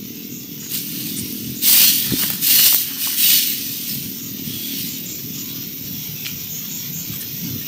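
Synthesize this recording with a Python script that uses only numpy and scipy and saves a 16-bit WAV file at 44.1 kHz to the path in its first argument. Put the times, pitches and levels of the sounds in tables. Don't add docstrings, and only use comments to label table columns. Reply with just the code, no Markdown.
import sys
import numpy as np
from scipy import signal
from scipy.fft import rfft, irfft, next_fast_len
from scipy.io import wavfile
from scipy.ndimage import map_coordinates

SR = 44100
rng = np.random.default_rng(int(sys.argv[2]) if len(sys.argv) > 2 else 0)


def inscribe(sig):
    pcm = np.round(np.clip(np.atleast_2d(sig).T, -1, 1) * 32767)
    wavfile.write(sys.argv[1], SR, pcm.astype(np.int16))


N = 338511
TIME = np.arange(N) / SR
CONTROL_TIME = TIME[::40]

# frequency in Hz, relative spectral density in dB.
RUMBLE_SPECTRUM = [(30, -23), (50, -28), (80, -12.5), (125, -1), (165, 2.5), (250, -3), (330, -13.5),
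                   (420, -15), (560, -25.5), (900, -34.5)]
GARDEN_SPECTRUM = [(600, -19), (1050, -10), (1750, -10.5), (2300, -1), (3500, 3), (4800, -1), (5700, 6.5),
                   (7200, -1.5), (8200, -11), (10000, -12.5), (12000, -6)]
INSECT_SPECTRUM = [(11000, -47), (12400, -29), (13200, -3.5), (13800, 1), (14250, 4), (14800, -3),
                   (15500, -5.5)]
LITTER_SPECTRUM = [(500, -15), (1100, -13.5), (1600, -3), (2300, -5), (3400, 4.5), (4500, -1), (7000, -6),
                   (11000, -8)]
GRIT_SPECTRUM = [(200, -22), (450, -30), (800, -2.5), (1200, -0.5), (1800, 6.5), (3000, -22)]
TIP_SPECTRUM = [(4500, -14.5), (6000, -9.5), (7700, -13), (9300, -6), (10300, -10.5), (11400, -14.5),
                (12400, -10.5), (13400, -0.5), (14300, 2), (15500, -4.5)]
RIB_SPECTRUM = [(1200, -33), (1900, -13), (2400, -6), (2900, -2), (3600, -0.5), (4400, 0), (5200, -2),
                (6200, -7), (7500, -7.5), (10000, -14)]
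# time in seconds, relative level in dB.
RUMBLE_LEVEL = [(0.0, -42), (0.19, -42), (1.11, -37), (1.9, -40), (2.29, -36.5), (2.78, -43.5),
                (4.74, -37.5), (5.04, -39.5), (6.16, -35.5), (6.29, -38.5), (6.78, -36), (7.68, -35.5)]
ENGINE_LEVEL = [(0, -36.5), (.6, -38.5), (1.4, -33.5), (2.7, -43.5), (4.4, -36), (5.9, -41.5), (6.6, -60.5),
                (7.68, -45)]
# peak time in seconds, relative level in dB.
BUFFETS = [(0.78, -37), (1.23, -31), (1.5, -29.5), (2.12, -25.5), (4.54, -30.5), (5.32, -30), (5.6, -35),
           (5.85, -37), (6.35, -31), (7.11, -27.5), (7.54, -26)]
# time in seconds, firings per second.
ENGINE_SPEED = [(0, 40.2), (1.5, 42.6), (3, 39)]
# multiple of the firing rate, relative level in dB.
ENGINE_TONES = [(5, -4), (6, -4.5), (7, 0.5), (10, -22), (11, -13.5)]
# start and length in seconds, relative level in dB, pitch in Hz,
# notes per second.
TWITTERS = [(0.291, 0.12, -39.5, 6760, 44), (0.585, 0.12, -36, 6760, 25), (1.55, .08, -36, 6880, 57),
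            (4.192, 0.089, -37, 6850, 47), (4.864, 0.073, -35, 6900, 59), (5.05, 0.087, -33.5, 7010, 34),
            (5.325, 0.11, -35.5, 6840, 40), (6.485, 0.1, -32.5, 6680, 78), (6.686, 0.086, -32, 6900, 47),
            (6.914, 0.11, -32, 6830, 90)]
# peak time in seconds, rustle level in dB.
STEPS = [(5.18, -43), (5.5, -33.5), (5.84, -45), (6.06, -37), (6.262, -28.5), (6.98, -48), (7.14, -29.5),
         (7.22, -33), (7.62, -37.5)]
# time in seconds, relative peak in dB, pitch in Hz, bandwidth as a share of the pitch.
BUMPS = [(2.105, -27, 218, 0.5), (2.121, -10.5, 242, 0.45), (2.136, -5.5, 286, 0.37),
         (7.522, -31, 202.5, 0.44), (7.541, -33, 199, 0.4), (7.559, -22.5, 220, 0.33)]
PEBBLES = [(2.195, -24, 840, 0.76), (2.236, -6, 1670, 0.6), (2.302, -16, 740, 0.71),
           (2.594, -7.5, 1610, 0.38), (2.727, -15.5, 972, 0.67), (2.742, -22, 1780, 0.5),
           (3.073, -19, 1050, 0.18)]
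SNAPS = [(1.3256, -13, 14300, 0.25), (2.2159, -9, 15500, 0.25), (2.303, 0.5, 14800, 0.11),
         (2.7456, 6, 14950, 0.2), (6.251, -17.5, 3200, 0.4), (6.2584, -19, 3200, 0.43),
         (6.266, -15, 2820, 0.21)]
# start and length in seconds, level in dB, pitch and bandwidth in Hz.
CHAFES_AND_CRUNCH = [(1.158, 0.053, -28, 8850, 1110), (3.213, 0.18, -25, 2960, 90),
                     (3.882, 0.061, -32, 5250, 200), (4.44, 0.39, -37, 3350, 110),
                     (7.197, .03, -33, 9000, 6000)]
# frequency and bandwidth in Hz, relative level in dB.
RIB_MODES = [(1800, 160, -11), (2906, 300, -0.5), (4400, 290, -2.5), (5950, 360, -2.5)]
# start and push length in seconds,
# fade of the ribs in dB per second, then relative levels in dB of rib ring, tip scratch and grit.
STROKES = [(0.56, 0.1, 100, -40, -52, -47), (0.685, 0.067, 132, -26.5, -29.5, -49),
           (0.80, 0.23, 15, -33, -36.5, -53.5), (1.61, 0.21, 57, -14.5, -17.5, -43),
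           (2.0, 0.11, 42, -28, -35, -39), (2.14, 0.089, 71, -26, -28, -33.5),
           (2.403, 0.26, 85, -16, -19, -41), (2.70, 0.028, 152, -26, -19.5, -41),
           (2.82, 0.052, 30, -31.5, -39, -43), (2.962, 0.11, 62, -24.5, -27.5, -45),
           (3.147, 0.17, 50, -17.5, -21.5, -48), (3.6, 0.1, 25, -33, -36.5, -67),
           (3.85, 0.04, 67, -32.5, -31, -60), (4.41, 0.41, 42, -32, -38, -71),
           (4.77, 0.025, 150, -32, -35, -64)]


def from_db(db):
    return 10 ** (np.asarray(db) / 20)


def unit_rms(x):
    return x / np.sqrt(np.mean(x ** 2) + 1e-20)


def curve(rows):
    return np.interp(TIME, *np.transpose(rows))


def drift(hz):
    pole = np.exp(-2 * np.pi * hz * 40 / SR)
    noise = rng.standard_normal(N // 40 + 2002)
    slow = signal.lfilter([1], [1, -2 * pole, pole * pole], noise)[2000:]
    return np.interp(np.arange(N) / 40, np.arange(len(slow)), unit_rms(slow))


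def coloured(x, spectrum):
    size = next_fast_len(N)
    log_hz = np.log(np.arange(size // 2 + 1) * SR / size + 1)
    hz, db = np.transpose(spectrum)
    beyond = np.abs(log_hz - np.clip(log_hz, np.log(hz[0]), np.log(hz[-1])))
    gain = from_db(np.interp(log_hz, np.log(hz), db) - 60 * beyond)
    return unit_rms(irfft(rfft(x, size) * gain, size)[:N])


def patchy(x, depth_db, patch_hz, patch_s):
    hz, s, frames = signal.stft(x, SR, nperseg=1024)
    grid = np.meshgrid(hz / patch_hz, s / patch_s, indexing="ij")
    patches = map_coordinates(rng.standard_normal((256, 256)), grid, mode="mirror")
    return unit_rms(signal.istft(frames * from_db(depth_db * patches), SR)[1][:N])


def resonate(x, hz, width_hz):
    radius, angle = np.exp(-np.pi * width_hz / SR), 2 * np.pi * hz / SR
    feedback = [1, -2 * radius * np.cos(angle), radius ** 2]
    return signal.lfilter(np.array([1, 0, -1]) * (1 - radius ** 2) / 2, feedback, x + 1e-18)


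def clicks(per_s, spread_db=0):
    sizes = from_db(spread_db * np.minimum(rng.exponential(1, N), 4))
    signs = rng.choice([-1, 1], N)
    return unit_rms(sizes * signs * (rng.random(N) < per_s / SR))


def add(out, start_s, sound):
    at = round(start_s * SR)
    out[at:at + len(sound)] += sound[:N - at]


def power_sum(envelopes):
    return np.interp(TIME, CONTROL_TIME, np.sqrt(np.sum(np.square(envelopes), axis=0)))


def surges(rows, rise_s, fall_s):
    envelopes = []
    for peak_s, db in rows:
        t = CONTROL_TIME - peak_s
        envelopes.append(from_db(db) * np.exp(-np.maximum(-t / rise_s, t / fall_s)))
    return power_sum(envelopes)


def foliage(x, t60_s):
    t = TIME[:SR // 2]
    tail = rng.standard_normal(len(t)) * from_db(-60 * t / t60_s) * (t > .004)
    return signal.fftconvolve(x, tail / np.linalg.norm(tail))[:N]


def rumble():
    noise = coloured(rng.standard_normal(N), RUMBLE_SPECTRUM)
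    return from_db(curve(RUMBLE_LEVEL) + 1.07) * patchy(noise, depth_db=3.5, patch_hz=90, patch_s=.09)


def air_buffets():
    noise = coloured(rng.standard_normal(N), [(30, -38), (70, -13), (130, 1), (190, -5), (300, -12)])
    return from_db(-2) * surges(BUFFETS, rise_s=0.067, fall_s=0.05) * noise


def garden_hiss():
    level_db = -39.5 + 0.685 * TIME + 1.1 * drift(11.5)
    hiss = coloured(clicks(per_s=14000, spread_db=3.5), GARDEN_SPECTRUM)
    return from_db(level_db) * patchy(hiss, depth_db=3, patch_hz=130.7, patch_s=.09)


def insects():
    level_db = -36.5 + 0.92 * TIME + 1.1 * drift(60)
    return from_db(level_db) * coloured(clicks(per_s=7000), INSECT_SPECTRUM)


def engine():
    firing_hz = curve(ENGINE_SPEED) * (1 + 0.0078 * drift(2.03))
    cycles = np.cumsum(firing_hz) / SR
    uneven = np.maximum.accumulate(cycles + 0.062 * drift(7.9))
    pulses = np.diff(np.floor(uneven), prepend=0) * from_db(2 * drift(29))
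    exhaust = resonate(resonate(pulses, hz=228, width_hz=88), hz=257, width_hz=186)
    exhaust = signal.sosfilt(signal.butter(6, 450, fs=SR, output="sos"), exhaust)
    echoes = sum(.3 * drift(1.5) * np.interp(TIME - lag_s, TIME, exhaust, left=0)
                 for lag_s in rng.uniform(.03, .2, 4))
    drone = sum(from_db(db + 2.9 * drift(2.7)) * np.sin(2 * np.pi * k * cycles + 0.3 * drift(3.8))
                for k, db in ENGINE_TONES)
    return from_db(curve(ENGINE_LEVEL)) * (unit_rms(exhaust + echoes) + from_db(-3) * unit_rms(drone))


def birds():
    calls = np.zeros(N)
    for start, length, level_db, hz, notes_per_s in TWITTERS:
        t = TIME[:int(length * SR)]
        note_phase = t * notes_per_s % 1
        waver = np.interp(t, np.linspace(0, length, 60), rng.standard_normal(60))
        pitch = hz * (1 + 0.278 * (.5 - note_phase) + 0.0265 * waver)
        swell = np.sin(np.pi * note_phase) ** 2 * signal.windows.tukey(len(t), .3)
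        add(calls, start, from_db(level_db) * swell * np.sin(2 * np.pi * np.cumsum(pitch) / SR))
    return from_db(3.5) * calls + from_db(6) * foliage(calls, t60_s=0.36)


def footsteps():
    tread = surges(STEPS, rise_s=0.013, fall_s=0.026) * from_db(1.8 * drift(29.8))
    crackle = coloured(clicks(per_s=2500, spread_db=5), LITTER_SPECTRUM)
    return tread * patchy(crackle, depth_db=8, patch_hz=200, patch_s=.06)


def impacts(rows, contact_s, crumble):
    out, t = np.zeros(N), TIME[:SR // 10]
    for start, peak_db, hz, width_share in rows:
        force = (t == 0) + crumble * rng.standard_normal(len(t)) * np.exp(-t / contact_s)
        blow = resonate(force, hz, width_share * hz)
        add(out, start, from_db(peak_db) * blow / np.abs(blow).max())
    return out


def bumps():
    thuds = impacts(BUMPS, contact_s=0.0081, crumble=0.015)
    return from_db(3.5) * signal.sosfilt(signal.butter(3, 330, fs=SR, output="sos"), thuds)


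def pebbles():
    return from_db(-1.5) * impacts(PEBBLES, contact_s=0.0022, crumble=0.096)


def snaps():
    return from_db(4) * impacts(SNAPS, contact_s=.002, crumble=.14)


def sweeping(levels_db, swell_db, fade_factor=1):
    envelopes = []
    for (start, push_s, fade_db_per_s, *_), level_db in zip(STROKES, levels_db):
        t = np.maximum(CONTROL_TIME - start, 0)
        bite = np.sin(np.pi / 2 * np.minimum(t / 0.074, 1))
        push_db = swell_db * np.minimum(t / push_s - 1, 0)
        lift_db = fade_factor * fade_db_per_s * np.maximum(t - push_s, 0)
        envelopes.append(bite * from_db(level_db + push_db - lift_db))
    return power_sum(envelopes)


def grit():
    *_, grit_db = np.transpose(STROKES)
    tumbling = sweeping(grit_db, swell_db=1, fade_factor=1.2) * from_db(-3.5 + 3.5 * drift(39.7))
    return tumbling * coloured(clicks(per_s=1800, spread_db=1.5), GRIT_SPECTRUM)


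def chafes_and_crunch():
    out = np.zeros(N)
    for start, length, level_db, hz, width_hz in CHAFES_AND_CRUNCH:
        swell = signal.windows.tukey(int(length * SR), .6)
        rasp = unit_rms(resonate(clicks(per_s=4000, spread_db=2.5), hz, width_hz))
        add(out, start, from_db(level_db) * swell * rasp[-len(swell):])
    return out


def broom():
    *_, ribs_db, tips_db, _ = np.transpose(STROKES)
    judder = from_db(drift(38))
    tips = coloured(clicks(per_s=12000, spread_db=4), TIP_SPECTRUM)
    tips = patchy(tips, depth_db=2, patch_hz=300.7, patch_s=.07)
    shafts = coloured(clicks(per_s=8000), RIB_SPECTRUM)
    modes = sum(from_db(db) * resonate(clicks(per_s=4000), hz, width) for hz, width, db in RIB_MODES)
    ribs = patchy(shafts + from_db(-6.5) * unit_rms(modes), depth_db=2.5, patch_hz=170.3, patch_s=.09)
    scratch = sweeping(tips_db + 7.5, swell_db=3.5, fade_factor=1.02) * tips
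    ring = sweeping(ribs_db, swell_db=6) * ribs
    return judder * (scratch + ring)


def scene():
    around = garden_hiss() + insects()
    near = footsteps() + pebbles() + snaps() + broom() + chafes_and_crunch() + grit() + bumps()
    far = birds() + engine()
    scatter = from_db(-11) * foliage(near, t60_s=0.13)
    return (near + scatter + around + far + rumble() + air_buffets())[None]


def record(dry):
    ceiling, cutoff_hz = .75, 15600
    rounded = dry / (1 + (dry / ceiling) ** 8) ** (1 / 8)
    lowpass = signal.firwin(401, cutoff_hz, fs=SR, window="blackman")
    return signal.fftconvolve(rounded, lowpass[None], "same")


dry = scene()
out = record(dry)
inscribe(out)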